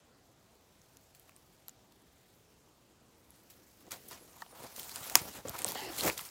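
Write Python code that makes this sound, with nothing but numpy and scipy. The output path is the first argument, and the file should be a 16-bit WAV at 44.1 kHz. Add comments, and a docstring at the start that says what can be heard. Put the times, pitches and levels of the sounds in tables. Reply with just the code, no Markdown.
"""Dry grass and a handled camera

A still field of dry grass under open sky: filtered noise for air and hiss, stalks that tick now and then
as someone shifts. Then sleeves and grass rustle close by (noise mixed with tiny cracks), and a hand takes
hold of a small camera: stalks snap beside the microphone as bursts with a ring, fingers knock and rub
on the housing and excite its modes, and narrow noise bands squeak and scrape."""
import sys
import numpy as np
from scipy import signal
from scipy.io import wavfile

SR = 44100
rng = np.random.default_rng(int(sys.argv[2]) if len(sys.argv) > 2 else 0)


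def volts(x):
    """Linear amplitude factor 10**(x/20) for a level x in dB, scalar or array-like."""
    e = np.asarray(x, float) / 20
    return 10 ** e


def log_audio(samples):
    """Write samples as a 16-bit WAV file to the path given in sys.argv[1]."""
    # one column per channel
    frames = np.atleast_2d(samples).T
    # limit to full scale, then quantise
    limited = np.clip(frames, -1, 1)
    pcm = np.round(limited * 32767).astype(np.int16)
    wavfile.write(sys.argv[1], SR, pcm)


N = 278145   # length in samples


def rms_one(x):
    """Normalization: scale a signal to unit rms."""
    return x / np.sqrt(np.mean(x ** 2) + 1e-20)


def butter(x, order, hz, kind):
    """Butterworth filtering: a maximally flat passband."""
    return signal.sosfilt(signal.butter(order, hz, kind, fs=SR, output="sos"), x)


def at_hz(points, hz):
    """Spectral interpolation: read a spectrum on a log-frequency axis."""
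    point_hz, point_db = np.transpose(points)
    return np.interp(np.log(hz), np.log(point_hz), point_db)


def drift(rate):
    """Low-passed chance: coarse noise through two equal one-pole filters at rate Hz; rms 1."""
    r = np.exp(-80 * np.pi * rate / SR)   # one coarse value every 40 samples
    noise = rng.standard_normal(N // 40 + 2002)
    slow = signal.lfilter([1], [1, -2 * r, r * r], noise)[2000:]   # without the filter's onset
    return np.interp(np.arange(N) / 40, np.arange(len(slow)), rms_one(slow))


def ring(x, hz, t60):
    """Damped resonator: a unit click sets a sine of initial height 1 ringing."""
    r, w = volts(-60 / (max(t60, 1e-4) * SR)), 2 * np.pi * hz / SR
    return signal.lfilter([0, np.sin(w)], [1, -2 * r * np.cos(w), r * r], x)


def add(out, s, sound):
    """Superposition: mix a short sound in at time s."""
    i = round(s * SR)
    out[i:i + len(sound)] += sound[:N - i]


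def coloured(pair, spectrum, patchy_db, rate, tilt_db=0):
    """Filter bank: third-octave bands of two sources in turn, each flickering alone; rms 1 untilted."""
    out, power = 0, 0
    edges = 8000 * 2 ** (np.arange(-25, 5) / 3)
    for k, (low, high) in enumerate(zip(edges, edges[1:])):
        hz = np.sqrt(low * high)
        band = butter(pair[k % 2], 2, [low, high], "band")
        band = band * volts(at_hz(spectrum, hz) + patchy_db * drift(rate))
        power += np.mean(band ** 2)
        out = out + band * volts(tilt_db * np.log2(hz / 6000))   # tilt in dB per octave
    return out / np.sqrt(power)


def grains(per_s, spread_db):
    """Clustered impulse process: random clicks of very uneven size that come in clumps; rms 1."""
    sizes = volts(spread_db * np.minimum(rng.exponential(1, N), 5)) * rng.choice([-1, 1], N)
    chance = per_s * volts(5.0 * drift(25)) / SR
    return rms_one(sizes * (rng.random(N) < chance))


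def narrow(size, start_hz, end_hz, width_hz):
    """Quadrature modulation: a gliding tone whose height and phase wander at random; rms 1."""
    waver = 1 + .05 * drift(7.0)[:size] * (start_hz < 4000)   # low bands bend with the uneven stroke
    phase = 2 * np.pi * np.cumsum(np.linspace(start_hz, end_hz, size) * waver) / SR
    wander = butter(rng.standard_normal((2, 14000)), 2, width_hz / 2, "low")[:, -size:]
    return rms_one(wander[0] * np.sin(phase) + wander[1] * np.cos(phase))


SWING_DB = 20   # the listed rise and fall times span this much


def swells(rows):
    """Exponential envelopes, straight in dB: total power and the power-weighted last column."""
    t, power, weighted = np.arange(N) / SR, 1e-20, 0
    for s, db, rise, fall, value in rows:
        away = np.maximum((s - t) / max(rise, .001), (t - s) / max(fall, .001))
        one = volts(db - SWING_DB * away) ** 2
        power = power + one
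        weighted = weighted + one * value
    return power, weighted


# spectrum of open air and microphone hiss: (frequency [Hz], relative density [dB per Hz])
AIR = [(15, -50), (25, -12), (76, 2), (301, -3), (695, -7), (1790, -15.5), (7310, -19.5), (8360, -19.5),
       (14800, -34.5), (16000, -52)]
AIR_DB = -65.5   # level before the shelf and the gusts
HISS_STEP_HZ, HISS_STEP_DB = 8000, -3   # the hiss drops to a lower shelf above this


def air():
    """Broadband noise: far wind below with lumpy gusts, microphone hiss above with a step down on top."""
    noise = coloured(rng.standard_normal((2, N)), AIR, patchy_db=1.6, rate=4.4)
    other = noise[::-1]   # reversed in time: unrelated to the first, so they add in power
    low = butter(noise, 10, HISS_STEP_HZ, "low")
    top = butter(other, 10, HISS_STEP_HZ, "high")
    gusts = butter(other, 2, [150, 800], "band") * volts(-8 + 3 * drift(12))
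    return volts(AIR_DB) * (low + volts(HISS_STEP_DB) * top + gusts)


# slow stirring of the grass: (time [s], rustle level [dB])
STIR = [(0, -76.5), (0.66, -71.5), (1.36, -68.5), (1.735, -73.5), (2.3, -70.5), (2.99, -76), (3.335, -67.5),
        (3.8, -66.5), (4.3, -61), (4.5, -64), (4.75, -54), (5.09, -45.5), (5.29, -51), (5.44, -65),
        (5.52, -56), (5.8, -45), (5.92, -61), (6.3, -52)]
# a sleeve or hand sweeps through the blades:
# (peak time [s], level [dB], rise [s], fall [s], brightness [dB per octave])
SWEEPS = [(1.15, -59.5, .003, 0.027, 2), (1.69, -58, .003, 0.027, -1), (3.503, -54, .004, 0.046, 1),
          (3.808, -62, 0.037, 0.064, -1.5), (3.916, -41, 0.011, 0.079, 0),
          (4.034, -60.5, 0.071, 0.067, 1.5), (4.086, -55.5, 0.013, 0.037, 10),
          (4.126, -47.5, .05, 0.086, -2.5), (4.427, -54, 0.11, 0.023, -1.5), (4.636, -51.5, .15, .15, -1.5),
          (4.764, -46, 0.016, 0.23, 1.5), (4.966, -44, 0.023, 0.059, -1), (5.04, -47, 0.027, 0.47, 0),
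          (5.157, -31, 0.0016, 0.067, -1), (5.297, -50, 0.13, 0.11, -1), (5.361, -48, 0.082, 0.086, -3),
          (5.489, -44, 0.037, 0.044, -1.5), (5.592, -42, 0.13, 0.09, -2), (5.686, -39.5, 0.059, 0.1, 0.5),
          (5.754, -62, 0.046, .1, -3), (5.941, -58, 0.022, .1, 1), (5.989, -34.5, 0.033, 0.093, 2),
          (6.079, -32, 0.2, 0.083, -1.5), (6.185, -41.5, 0.032, 0.085, 0), (6.259, -43, 0.042, 0.025, 1)]


def movement():
    """Power addition: rustle gain and brightness from the slow stirring plus the sweeps."""
    power, weighted = swells(SWEEPS)
    stir_s, stir_db = np.transpose(STIR)
    power = power + volts(np.interp(np.arange(N) / SR, stir_s, stir_db)) ** 2
    return np.sqrt(power), weighted / power


# spectrum of the rustle before brightening: (frequency [Hz], relative density [dB per Hz])
RUSTLE_COLOUR = [(590, -23), (1000, -1.5), (2200, -1), (2810, -1.5), (3300, -1), (7350, 0.5), (9380, -2),
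                 (15100, -0.5), (16000, -31)]
# nominal rate before clumping, spread of click size, share of the source power
GRAINS_PER_S, GRAIN_SPREAD_DB, GRAIN_SHARE = 1800, 4.5, 0.3


def rustle(gain, tilt_db):
    """Friction noise: blades scraping blades give a smooth hiss plus tiny cracks."""
    hiss = np.sqrt(1 - GRAIN_SHARE) * rng.standard_normal((2, N))
    cracks = np.sqrt(GRAIN_SHARE) * grains(GRAINS_PER_S, GRAIN_SPREAD_DB)
    flicker = volts(1.74 * drift(50))
    return gain * flicker * coloured(hiss + cracks, RUSTLE_COLOUR, patchy_db=1.5, rate=14.5, tilt_db=tilt_db)


TICKS_PER_S, TICK_DB = 20, 8   # mean rate; least height of the exciting click re rustle gain


def ticks(gain):
    """Poisson impulses into resonators: lone stalks click at random, each ringing a few high cycles."""
    sizes = gain * volts(TICK_DB + 3.5 * np.minimum(rng.exponential(1, N), 3))
    born = rng.random(N) < TICKS_PER_S / SR
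    dealt = rng.integers(0, 8, N)   # each tick gets one of eight pitches
    out = 0
    for k, hz in enumerate(np.geomspace(6500, 14000, 8)):
        clicks = sizes * born * (dealt == k) + 1e-18   # the tiny offset keeps the filter from underflow
        out = out + ring(clicks, hz, 12 / hz)
    return out


# squeaks of fabric and skin:
# (start [s], length [s], start frequency [Hz], end frequency [Hz], level before the swell [dB])
SQUEAKS = [(4.17, 0.12, 10800, 11600, -65), (4.3, .194, 11260, 12000, -77), (4.34, 0.11, 12400, 12700, -78),
           (4.42, .07, 15000, 15100, -79), (4.46, 0.11, 9700, 9250, -63.5), (4.3, 0.13, 6870, 7000, -70),
           (5.521, .053, 839, 1300, -49), (5.965, 0.067, 4100, 4350, -44)]
SQUEAK_WIDTH_HZ = 310


def squeaks():
    """Narrow-band friction tones: each squeak glides, swells and fades."""
    out = np.zeros(N)
    for start, length, start_hz, end_hz, level_db in SQUEAKS:
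        size = round(length * SR)
        swell = np.hanning(size) ** 1.1
        add(out, start, volts(level_db) * swell * narrow(size, start_hz, end_hz, SQUEAK_WIDTH_HZ))
    return out


# hollow between hand and housing: (start frequency [Hz], end frequency [Hz], width [Hz],
# start level re drag [dB], end level re drag [dB])
HOLLOW = [(357.6, 325, 26, -17, 4), (750, 830, 170, -3, -8.5), (1780, 1850, 440, -4.5, -12.5),
          (3000, 2800, 440, -4, -11), (4100, 4600, 870, -4, -13), (5200, 5300, 510, -14.5, -12)]
DRAG_AT_S, DRAG_ATTACK_S, DRAG_HOLD_S, DRAG_RELEASE_S = 5.74, 0.0143, 0.15, .04
DRAG_DB, DRAG_SAG_DB = -44, 1   # gain after the attack; its fall while held


def drag():
    """Cavity resonance: the cupped hand scrapes past the microphone, its hollow shifting as the grip closes."""
    out = np.zeros(N)
    s = DRAG_AT_S + np.cumsum([0, DRAG_ATTACK_S, DRAG_HOLD_S, DRAG_RELEASE_S])
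    size = round((s[-1] - s[0]) * SR)
    for start_hz, end_hz, width_hz, start_db, end_db in HOLLOW:
        gain = volts(np.linspace(start_db, end_db, size))
        add(out, s[0], gain * narrow(size, start_hz, end_hz, width_hz))
    return out * volts(DRAG_DB + np.interp(np.arange(N) / SR, s, [-30, 0, -DRAG_SAG_DB, -30]))


def favoured(hz, centre_hz, octaves):
    """Selective excitation: modes near the favoured pitch are driven hardest."""
    return np.exp(-.5 * (np.log2(hz / centre_hz) / octaves) ** 2)


# housing modes, also struck by the knocks:
# (frequency [Hz], relative level [dB], 60 dB decay time before damping by the hand [s])
HOUSING = [(73, 11, 0.031), (120, 12, 0.03), (230, -15, 0.075), (344, 8.5, 0.029), (528, 8, 0.022),
           (747, 4.5, 0.028), (918, 11, 0.022), (1150, 3.5, 0.039), (1300, 14.5, 0.017), (1820, 12, 0.015),
           (3070, 0, 0.025), (4300, -27, .02)]
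# strokes of cloth and skin on the housing:
# (peak time [s], level [dB], rise [s], fall [s], centre of the rub [Hz])
STROKES = [(3.61, -65.5, 0.14, 0.088, 390), (3.76, -78, 0.12, .3, 350), (3.881, -60.5, 0.14, 0.024, 408),
           (3.925, -49.5, 0.022, 0.058, 800), (3.99, -63, .1, .4, 420), (4.129, -59, 0.075, 0.11, 766),
           (4.21, -66.5, .15, 0.074, 450), (4.292, -63.5, 0.16, 0.046, 490),
           (4.424, -62.5, 0.15, 0.019, 880), (4.57, -57.5, 0.11, 0.13, 855),
           (4.645, -49.5, 0.095, 0.056, 736), (4.799, -57.5, .1, 0.069, 610), (4.967, -57, 0.096, 0.6, 895),
           (5.106, -56, 0.65, 0.13, 846), (5.162, -40.5, 0.023, 0.046, 920), (5.294, -52, 0.32, .07, 573),
           (5.37, -50, 0.051, 0.065, 610), (5.458, -45, 0.0086, 0.087, 473), (5.549, -47, .1, 0.057, 1000),
           (5.621, -49.5, 0.092, .1, 590), (5.653, -48, .1, 0.13, 626), (5.76, -52, .3, 1.0, 620),
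           (6.02, -51.5, 0.29, .1, 605), (6.04, -39.5, 0.045, 0.047, 553),
           (6.068, -32.5, 0.033, 0.049, 600), (6.12, -70, .05, 0.065, 450), (6.192, -60, 0.028, .2, 1060)]
RUB_SPREAD_DB, RUB_WIDTH_OCTAVES = -22, .36   # drive that reaches every mode; width of the favoured region


def rub():
    """Stick-slip excitation: uneven noise drives the housing modes, which the hand damps."""
    stroke, weighted = swells(STROKES)
    centre_hz = np.maximum(weighted / stroke, 100)
    out, power = 0, 0
    slips = rng.standard_normal(N) * volts(3.0 * drift(56))
    for hz, mode_db, t60 in HOUSING:
        drive = favoured(hz, centre_hz, RUB_WIDTH_OCTAVES) + volts(RUB_SPREAD_DB)
        weight = volts(mode_db) * drive
        out = out + weight * rms_one(ring(slips, hz, 0.43 * t60))
        power = power + weight ** 2
    return out * np.sqrt(stroke / power)


# knocks on the housing: (time [s], peak level before the low cut [dB],
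# frequency favoured by the spot struck [Hz], damping by the hand [0-1])
KNOCKS = [(1.292, -57, 1200, 0.6), (1.681, -54, 1060, 0), (3.917, -43, 960, 0.1), (4.11, -48, 910, 0.2),
          (4.131, -53, 404, 0.7), (4.42, -36.5, 830, 0), (4.42, -36.5, 1820, 0.2), (4.463, -51, 730, 0.6),
          (4.94, -51, 90, 0.5), (5.01, -45, 120, 0.4), (5.155, -17.5, 918, 0.8), (5.158, -31, 330, 0.34),
          (5.214, -36, 91.5, 0.2), (5.254, -34, 238, 1), (5.353, -57, 750, 0.6), (5.385, -42.5, 100, 0.6),
          (5.452, -35, 522, 0.6), (5.466, -43, 130, 0.25), (5.48, -42, 810, 0.76), (5.5, -38, 80.7, 0.9),
          (5.552, -33.5, 1150, 0.2), (5.647, -30, 556, 0.4), (5.67, -35, 326, 1), (5.719, -39.5, 780, 0.2),
          (5.752, -31.5, 666, 0.4), (6.049, -29, 270, 0), (6.077, -29, 210, 0.63),
          (6.096, -30.5, 254, 0.24), (6.192, -41.5, 1270, 0.3)]
SPOT_SPREAD_DB = 3   # each knock drives the modes a little differently


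def knocks():
    """Modal impact: a short soft push rings the modes from the favoured pitch up; the grip damps them."""
    out, t = np.zeros(N), np.arange(5000) / SR
    luck = rng.normal(0, SPOT_SPREAD_DB, (len(KNOCKS), len(HOUSING)))
    push = t / .00015 * np.exp(-t / 0.00011)
    contact = np.minimum(t / .003, 1) ** 1.5   # the contact builds over a moment
    for (s, peak_db, centre_hz, damping), luck_db in zip(KNOCKS, luck):
        free = 1.1 - np.clip(damping, 0, 1)   # factor on the decay times
        knock = 0
        for (hz, mode_db, t60), more_db in zip(HOUSING, luck_db):
            drive = favoured(hz, centre_hz, octaves=0.31) + 0.31 * (hz > centre_hz)
            knock = knock + volts(mode_db + more_db) * drive * ring(push, hz, free * t60)
        knock = knock * contact
        add(out, s, volts(peak_db) * knock / np.abs(knock).max())
    return out


# stalks snap: (time [s], peak level without the crackle [dB], ring frequency [Hz],
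# broad crack re ring [dB])
SNAPS = [(0.554, -54, 7270, 7), (0.8165, -49, 6500, -6), (0.9702, -41.5, 6800, 4), (1.1488, -43, 7360, -4),
         (1.197, -43.5, 12400, -4), (1.294, -46, 2520, 0), (1.3198, -53, 2440, -3),
         (1.3638, -41, 8810, -19), (1.6827, -32.5, 13100, 0), (1.694, -37, 7110, -4),
         (1.9228, -48.5, 8740, 9), (3.3056, -39, 11100, -21), (3.5003, -45, 8100, 8),
         (3.529, -57, 8100, -6), (3.909, -33, 4730, 5), (3.9185, -23, 3900, 40), (3.9396, -41, 7900, 4),
         (4.0867, -38, 9500, -8), (4.1113, -34, 5700, 15), (4.1192, -36, 11500, -5), (4.131, -37, 6850, -2),
         (4.145, -45, 9000, 8), (4.4201, -36, 4430, -2), (4.4635, -46, 2950, -8), (4.763, -32, 7400, 8),
         (4.796, -25, 12600, 15), (4.831, -33.5, 8500, -2), (4.8938, -27.5, 7200, 13),
         (4.9591, -23, 5060, 9), (5.032, -32, 7850, -2), (5.0983, -23, 7100, 13), (5.1545, 2, 6800, 7),
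         (5.484, -25, 7500, -13), (5.4947, -22, 14100, -4), (5.5898, -24, 9250, 9),
         (5.619, -24.5, 8700, -6), (5.62, -34, 2900, -10), (5.6455, -10.5, 8300, -20),
         (5.665, -27, 8900, -10), (5.6807, -25.5, 4330, -9), (5.687, -24, 13100, -3),
         (5.7196, -22, 14200, 11), (5.749, -28, 7160, 5), (5.9334, -35, 3550, 0), (5.998, -29, 3200, -4),
         (6.0085, -19.5, 4300, -8), (6.0785, -21.5, 1880, -2), (6.099, -18, 2400, -4),
         (6.107, -30, 2400, -7), (6.1767, -29, 3620, 3), (6.179, -22.5, 7400, 5), (6.193, -28, 3000, -5.5),
         (6.212, -33, 12300, 6), (6.252, -35, 9650, 7), (6.2896, -40, 5200, -5)]
SNAP_T60_S, TEAR_DB_PER_DB = 0.0047, .25   # decay when crack equals ring; a broader crack tears longer
CRACKLE_DB = -4.5   # noise gain of the crackle, lowered further where the crack is below the ring
CRACK_SHARE, FIRST_BREAK = 0.48, 2.4   # crack length re ring; height of the click that opens the tearing


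def snaps():
    """Brittle fracture: a burst of splitting fibres excites the stalk's ring; loose fibres crackle after."""
    out, t = np.zeros(N), np.arange(3000) / SR
    chance = rng.standard_normal((len(SNAPS), 2, len(t)))
    for (s, peak_db, hz, crack_db), noises in zip(SNAPS, chance):
        t60 = SNAP_T60_S * volts(TEAR_DB_PER_DB * crack_db)
        bass_hz = np.clip(0.22 * hz, 700, 3000)   # thin stalks give no bass
        burst, fibres = butter(noises, 2, bass_hz, "high")
        first = FIRST_BREAK * butter(t == t[8], 2, bass_hz, "high")
        tearing = np.tanh(burst) * volts(-60 * t / (CRACK_SHARE * t60)) * np.minimum(t / 0.00037, 1)
        split = first + 0.62 * tearing
        stalk = ring(split, hz, t60)
        snap = stalk / np.abs(stalk).max() + volts(crack_db) * split / np.abs(split).max()
        fade = volts(-60 * t / 0.0077) * np.minimum(t / 0.00012, 1)
        crackle = volts(CRACKLE_DB + min(crack_db, 0)) * fibres * fade
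        add(out, s, volts(peak_db) * (snap / np.abs(snap).max() + crackle))
    return out


def scene():
    """Free field: all sources add with no room; the small housing gives off no deep bass."""
    gain, tilt_db = movement()
    housing = butter(rub() + knocks(), 3, 63, "high")
    grass = rustle(gain, tilt_db) + ticks(gain) + snaps()
    return (air() + grass + squeaks() + drag() + housing)[None, :]


def roll_off(x):
    """The treble ends steeply here."""
    return signal.sosfilt(signal.butter(12, 16230, fs=SR, output="sos"), x)


def record(dry):
    """Band limiting and clipping: the top is cut and peaks stop at full scale."""
    mix = np.clip(butter(dry, 8, 15700, "low"), -1, 1)
    return roll_off(mix)


dry = scene()
out = record(dry)
log_audio(out)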